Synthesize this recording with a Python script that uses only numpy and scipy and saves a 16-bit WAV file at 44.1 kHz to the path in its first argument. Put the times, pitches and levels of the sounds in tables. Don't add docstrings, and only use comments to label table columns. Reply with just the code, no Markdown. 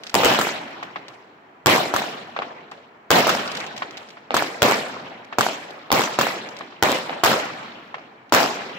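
import sys
import numpy as np
from scipy import signal
from scipy.fft import rfft, irfft, next_fast_len
from scipy.io import wavfile
from scipy.ndimage import uniform_filter1d

SR = 44100
rng = np.random.default_rng(int(sys.argv[2]) if len(sys.argv) > 2 else 0)


def output_pcm(signal):
    pcm = np.clip(np.atleast_2d(signal).T, -1, 1) * 32767
    wavfile.write(sys.argv[1], SR, np.round(pcm).astype(np.int16))


def linear_from_db(decibels):
    return 10 ** (np.asarray(decibels, float) / 20)


N = 387198

# start in seconds [s], peak level [dB], wash level [dB].
MORTAR_SHOTS = [
    (0.236, -26, -19.5),
    (0.3893, -7, -21.5),
    (1.9389, -8.5, -22.5),
    (3.2692, -6.5, -18),
    (4.3427, -6, -20),
    (5.385, -4.2, -20),
    (6.1882, -5, -19),
    (7.2356, -6.5, -15),
    (8.3232, -3.5, -14),
]
# start in seconds [s], peak level [dB], wash level [dB].
SHELL_BURSTS = [
    (0.1425, -3.2, -15.5),
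    (0.2467, -2, -14),
    (1.6601, -1, -10.5),
    (3.105, -2.5, -9),
    (4.6199, -1, -12),
    (5.9167, -2, -14),
    (6.8255, -2, -14.5),
    (7.2385, -3, -18.5),
    (8.3387, -3.5, -18),
]
# start in seconds [s], peak level [dB], wash level [dB].
SIDE_SHOTS = [
    (2.3898, -4.5, -33),
    (4.307, -3.5, -29.5),
    (5.9043, -4.5, -38),
    (7.0953, -6.5, -30),
]
# arrival in seconds [s], peak level [dB].
FAR_SLAPS = [(0.827, -12.5), (0.9582, -10.5), (2.363, -9.5), (2.4193, -9.5), (2.462, -32), (2.717, -18.5),
             (3.8203, -6), (4.17, -23), (5.3255, -12), (6.608, -14), (6.7228, -27), (7.127, -12.5),
             (7.9422, -11.5), (7.981, -24)]
# start in seconds [s], peak level [dB].
STAR_SNAPS = [(0.0356, -22.5), (0.068, -22), (0.0958, -22), (0.8307, -29), (1.0827, -26.5), (2.7144, -32),
              (2.7195, -49), (3.477, -18.5), (3.517, -18.5), (3.551, -17.5), (3.568, -25), (3.5713, -16),
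              (3.603, -20.5), (3.6378, -36), (3.6655, -22.5), (3.765, -25), (3.778, -21), (3.9093, -27.5),
              (3.9714, -25), (3.9768, -26.5), (4.0283, -43), (4.0885, -34), (4.105, -32), (5.247, -37),
              (5.7073, -30), (6.4523, -67.5), (6.489, -27), (6.567, -27.5), (6.589, -27.5), (8.295, -39)]

# delay in seconds [s], level [dB], side [-1 right .. 1 left].
MORTAR_PATHS = [(0, 0, .25), (.0031, -8, -1), (.0082, -9, .8)]
# delay in seconds [s], level [dB], side [-1 right .. 1 left].
BURST_PATHS = [(0, 0, .25), (.0086, -1, .8)]
# delay in seconds [s], level [dB], side [-1 right .. 1 left].
STAR_PATHS = [(0, 4, .45), (.0034, -3, -.65), (.0045, 0, .9)]
# delay in seconds [s], level [dB], side [-1 right .. 1 left].
SIDE_PATHS = [(0, -1, -1), (.0014, -6, -1), (.0024, -10, -.8), (.01, -14, -.8), (.0115, -14, -.8)]
# delay in seconds [s], level [dB], side [-1 right .. 1 left].
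FACING_ROW = [(.0237, -3, -.6), (.0243, -4, -.6), (.0254, -9, -.6), (.0305, -9, -.6)]
# delay in seconds [s], level [dB], side [-1 right .. 1 left].
FAR_ROWS = [(.0805, -7, -.3), (.0818, -11, -.3), (.1015, -14, .4)]
# delay in seconds [s], level [dB], side [-1 right .. 1 left].
END_WALL = [(.092, -1, -.5), (.101, -3, -.2), (.122, -9, -.4), (.161, -14, -.4)]

# frequency [Hz], density [dB per Hz].
WASH_COLOUR = [(15, -84.5), (25, -71.5), (97, -10), (259, 0), (422, -4), (706, -1.5), (787, -4),
               (1680, -11), (2530, -12), (4480, -19.5), (7510, -31), (9330, -23.5), (14800, -30.5),
               (16500, -39)]
# frequency [Hz], first t60 in seconds [s], late t60 [s], late part [dB].
STREET_DECAY = [(38.7, 0.47, 5.2, -17), (148, 0.32, 2.35, -11), (524, 0.49, 1.43, -5),
                (1580, 0.6, 1.92, -6.5), (4130, 0.62, 1.84, -12), (6940, 0.71, 0.72, -13.5),
                (14370, 0.29, 2.3, -32)]
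# frequency [Hz], density [dB per Hz].
NIGHT_COLOUR = [(15, -58), (25, -33.5), (38, -12.5), (249, 5), (386, 8.5), (555, 0.5), (737, 9), (2020, 0),
                (12000, -52.5), (15600, -75), (22000, -120)]
# frequency [Hz], left-right likeness [clipped to 0..1].
PORT_LIKENESS = [(30, .4), (60, .6), (130, 1), (250, 0.9), (550, 0.82), (1650, -1.8), (4970, -1.1),
                 (15000, 0.23)]
# frequency [Hz], gain [dB].
RECORDER_RESPONSE = [(20, -24), (60, -7), (130, 1.13), (7600, -2), (8600, -11.5), (10500, -12.5), (12500, -8.5),
                     (15700, -5.5), (16080, -40), (17500, -63)]

NIGHT_DB = -49.5
STEP = 16


def at_hz(points, hz, column=1):
    points = np.array(points)
    return np.interp(np.log(hz), np.log(points[:, 0]), points[:, column])


def band(x, low_hz, high_hz):
    sos = signal.butter(2, [low_hz, min(high_hz, .45 * SR)], "band", fs=SR, output="sos")
    return signal.sosfilt(sos, x)


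def n_wave(length_ms, sharp):
    u = np.linspace(0, 1, max(round(length_ms * SR / 1000), 4))
    return sharp * (1 - 2 * u) + (1 - sharp) * np.sin(2 * np.pi * u)


def place(events, pulses, paths, scatter_db):
    port_gap_ms = .25
    smear_ms, smear_ms_per_db = .02, .004
    out = np.zeros((2, N + 8192))
    for (s, db, *_), pulse in zip(events, pulses):
        chances = rng.standard_normal(len(paths))
        for (delay, path_db, side), chance in zip(paths, chances):
            width = max(round((smear_ms - smear_ms_per_db * path_db) * SR / 1000), 1)
            padded = np.pad(pulse * np.ones((2, 1)), ((0, 0), (width, width)))
            heard = uniform_filter1d(padded, width)
            heard *= linear_from_db(db + path_db + scatter_db * chance * (delay > 0))
            for port, late in enumerate([0, side * port_gap_ms / 1000]):
                i = round((s + delay + late) * SR) - width
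                out[port, i:i + heard.shape[1]] += heard[port]
    return out[:, :N]


def ragged_blast(length_ms, swing_ms, spikes_db):
    n = round(.008 * SR)
    shape = np.exp(-(np.arange(n) / (length_ms * SR / 1000)) ** 4)
    fronts = rng.standard_normal(n) * (rng.random(n) < .06)
    fronts[0] = 2
    body = np.convolve(fronts * shape, n_wave(swing_ms, sharp=1.0))[:n] / 2
    debris = linear_from_db(spikes_db) * shape * rng.standard_normal((2, n))
    return np.tanh(1.83 * (body + debris))


def house_fronts():
    fronts = []
    for k, delay in enumerate(np.linspace(.015, .077, 9)):
        side = -.4 if k % 4 < 3 else .4
        fronts.append((delay, -5 - 49 * delay, side))
    return fronts + END_WALL


def bursts():
    pulses = [ragged_blast(2.8, 0.6, -6) for _ in SHELL_BURSTS]
    out = place(SHELL_BURSTS, pulses, BURST_PATHS, scatter_db=1)
    for front in house_fronts():
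        copies = [ragged_blast(1.3, 0.8, -12) for _ in SHELL_BURSTS]
        out += linear_from_db(-5) * place(SHELL_BURSTS, copies, [front], scatter_db=2.5)
    return band(out, 90, 17000)


def launches():
    n = 440
    fade = np.exp(-np.arange(n) / (0.0061 * SR))
    swing = np.pad(n_wave(.88, sharp=.35), (0, n))[:n]
    pulses = [swing + .2 * fade * rng.standard_normal((2, n)) for _ in MORTAR_SHOTS]
    heard = place(MORTAR_SHOTS, pulses, MORTAR_PATHS + FAR_ROWS, scatter_db=1)
    facing = place(MORTAR_SHOTS, pulses, FACING_ROW, scatter_db=1)
    heard += linear_from_db(3) * band(facing, 900, 16000)
    return linear_from_db(5) * band(heard, 150, 15000)


def thuds():
    n = 6000
    shots = [(s, db - 1.5) for s, db, _ in MORTAR_SHOTS] + SHELL_BURSTS
    fade = linear_from_db(-60 * np.arange(n) / SR / .08)
    first_push = np.arange(n) == 0
    rolls = []
    for _ in shots:
        bumps = rng.standard_normal(n) * (rng.random((2, n)) < .01)
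        rolls.append(fade * bumps + first_push)
    push = n_wave(9, sharp=0.1)
    pulses = [signal.fftconvolve(roll, push[None])[:, :n] for roll in rolls]
    return linear_from_db(-24) * band(place(shots, pulses, [(0, 0.016, 0.018)], scatter_db=0), 22, 170)


def side_shots():
    pulse = np.concatenate([np.hanning(16), -.5 * np.hanning(32)])
    heard = place(SIDE_SHOTS, [pulse] * len(SIDE_SHOTS), SIDE_PATHS, scatter_db=1)
    return linear_from_db(-0.9) * band(heard, 230, 9000)


def crackle():
    n = 300
    fade = np.exp(-np.arange(n) / (.0012 * SR))
    snap = np.pad(n_wave(.22, sharp=0.5), (0, n))[:n]
    pulses = [.25 * fade * rng.standard_normal((2, n)) + snap for _ in STAR_SNAPS]
    return linear_from_db(3.4) * band(place(STAR_SNAPS, pulses, STAR_PATHS, scatter_db=2), 1300, 10000)


def far_slaps():
    n = 700
    fade = np.exp(-np.arange(n) / (0.013 * SR))
    swing = np.pad(n_wave(.72, sharp=.4), (0, n))[:n]
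    out = 0
    for k in range(4):
        pulses = [swing + 0.5 * fade * rng.standard_normal((2, n)) for _ in FAR_SLAPS]
        wall_step = (.001 * k ** 1.4, -3.5 * abs(k - 1), .9)
        out += place(FAR_SLAPS, pulses, [wall_step], scatter_db=2.5)
    return linear_from_db(-3.8) * band(band(out, 670, 2700), 200, 4800)


def dying(power, t60):
    r = linear_from_db(-120 * STEP / (t60 * SR))
    return signal.lfilter([1 - r], [1, -r], power) / (1 - r)


def wash_power(events, hz):
    t = np.arange(N // STEP + 1) * STEP / SR
    held, kicks, late = np.zeros((3, len(t)))
    for s, wash_db, tilt_db, hold_s, top_hz in events:
        power = linear_from_db(wash_db + tilt_db * np.log2(hz / 700)) ** 2 / (1 + (hz / top_hz) ** 6)
        power /= 1 + (top_hz < 1e4) * (top_hz / 18.0 / hz) ** 3
        a, b = np.searchsorted(t, [s, s + max(hold_s, .002)])
        held[a:b] += power
        kicks[min(b, len(t) - 1)] += power
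        late[a] += power
    first = held + dying(kicks, at_hz(STREET_DECAY, hz, column=1))
    late_gain = linear_from_db(at_hz(STREET_DECAY, hz, column=3)) ** 2
    power = first + late_gain * dying(late, at_hz(STREET_DECAY, hz, column=2))
    swell = np.exp(-STEP / SR / (.001 + .3 / hz))
    return signal.lfilter([1 - swell], [1, -swell], power), held


def front_slaps(events, per_s, slap_db):
    supply = dying(wash_power(events, 700)[1], 0.062)
    held = np.repeat(np.sqrt(supply * STEP / SR / 0.0099), STEP)[:N]
    clicks = (rng.random(N) < per_s / SR) * rng.exponential(1, N) * held * linear_from_db(slap_db)
    push = np.convolve(clicks, n_wave(1.177, sharp=0.2))[:N]
    snap = np.convolve(clicks, n_wave(0.14, sharp=0.33))[:N]
    left = push + 0.37 * snap
    right = np.roll(push, -4) + 0.92 * np.roll(snap, 7)
    return band(np.array([left, right]), 210, 9000)


def wander(memory, scale):
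    return signal.lfilter([1], [1, -memory], rng.standard_normal(N // STEP + 1)) * scale


def street(events, lumpy_db, patchy_db, flutter_db):
    white = rng.standard_normal((2, 2, N))
    flutter = wander(.9, .44)
    edges = 22 * 2 ** np.arange(0, 9.7, .4)

    def total_power(table):
        return linear_from_db(at_hz(table, edges)) ** 2 @ edges * .28

    out = 0
    for k, (low, high) in enumerate(zip(edges, edges[1:])):
        mid, side = band(white[k % 2], low, high) * np.sqrt(SR / 4)
        hz = np.sqrt(low * high)
        alike = np.clip(at_hz(PORT_LIKENESS, hz), 0, 1)
        lumps = wander(.95, .31)
        patches = wander(.99, .14)
        flicker_db = lumpy_db * lumps + patchy_db * patches + flutter_db * flutter * (hz > 400)
        colour = linear_from_db(at_hz(WASH_COLOUR, hz) + flicker_db) ** 2 / total_power(WASH_COLOUR)
        wash = wash_power(events, hz)[0] * colour
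        night = linear_from_db(NIGHT_DB + at_hz(NIGHT_COLOUR, hz)) ** 2 / total_power(NIGHT_COLOUR)
        gain = np.interp(np.arange(N) / STEP, np.arange(len(wash)), np.sqrt(wash + night))
        out = out + gain * (np.sqrt(1 + alike) * mid + np.sqrt(1 - alike) * side * [[1], [-1]])
    return out


def near_wash():
    open_hz = 30000
    burst_tilt_db, burst_swell_s, burst_hold_s = 2.07, .013, .082
    mortar_tilt_db, facing_row_s, mortar_hold_s = 2.56, .023, .024
    near = []
    for s, _, db in SHELL_BURSTS:
        near.append((s, db - 9, burst_tilt_db, burst_swell_s, open_hz))
        near.append((s + burst_swell_s, db - 7.0, burst_tilt_db, burst_hold_s - burst_swell_s, open_hz))
    for s, _, db in MORTAR_SHOTS:
        near.append((s, db - 5, mortar_tilt_db, facing_row_s, open_hz))
        near.append((s + facing_row_s, db - 7.0, mortar_tilt_db, mortar_hold_s, open_hz))
    return near


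def small_wash():
    far = [(s, db - 29.5, 0.5, .005, 4500) for s, db in FAR_SLAPS]
    far += [(s, db, 0.5, .005, 4500) for s, _, db in SIDE_SHOTS]
    stars = [(s, db - 22, 2.5, .008, 9000) for s, db in STAR_SNAPS]
    return far + stars


def scene():
    earlier = [(0, -45.5, -0.36, .002, 11000)]
    near = near_wash()
    wash = street(earlier + near + small_wash(), lumpy_db=2.5, patchy_db=2.04, flutter_db=0.5)
    wash = wash + front_slaps(near, per_s=280, slap_db=1.5)
    return launches() + bursts() + far_slaps() + side_shots() + crackle() + thuds() + wash


def low_pass(x):
    return signal.sosfilt(signal.butter(12, 17020, fs=SR, output="sos"), x)


def record(dry):
    rounded = dry / (1 + (dry / 1.1) ** 4) ** .25
    rounded += linear_from_db(-72.5) * rng.standard_normal(dry.shape)
    size = next_fast_len(N + 4096)
    hz = np.maximum(np.arange(size // 2 + 1) * SR / size, 1)
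    colour = linear_from_db(at_hz(RECORDER_RESPONSE, hz))
    mix = irfft(rfft(rounded, size) * colour, size)[:, :N]
    return low_pass(mix)


dry = scene()
out = record(dry)
output_pcm(out)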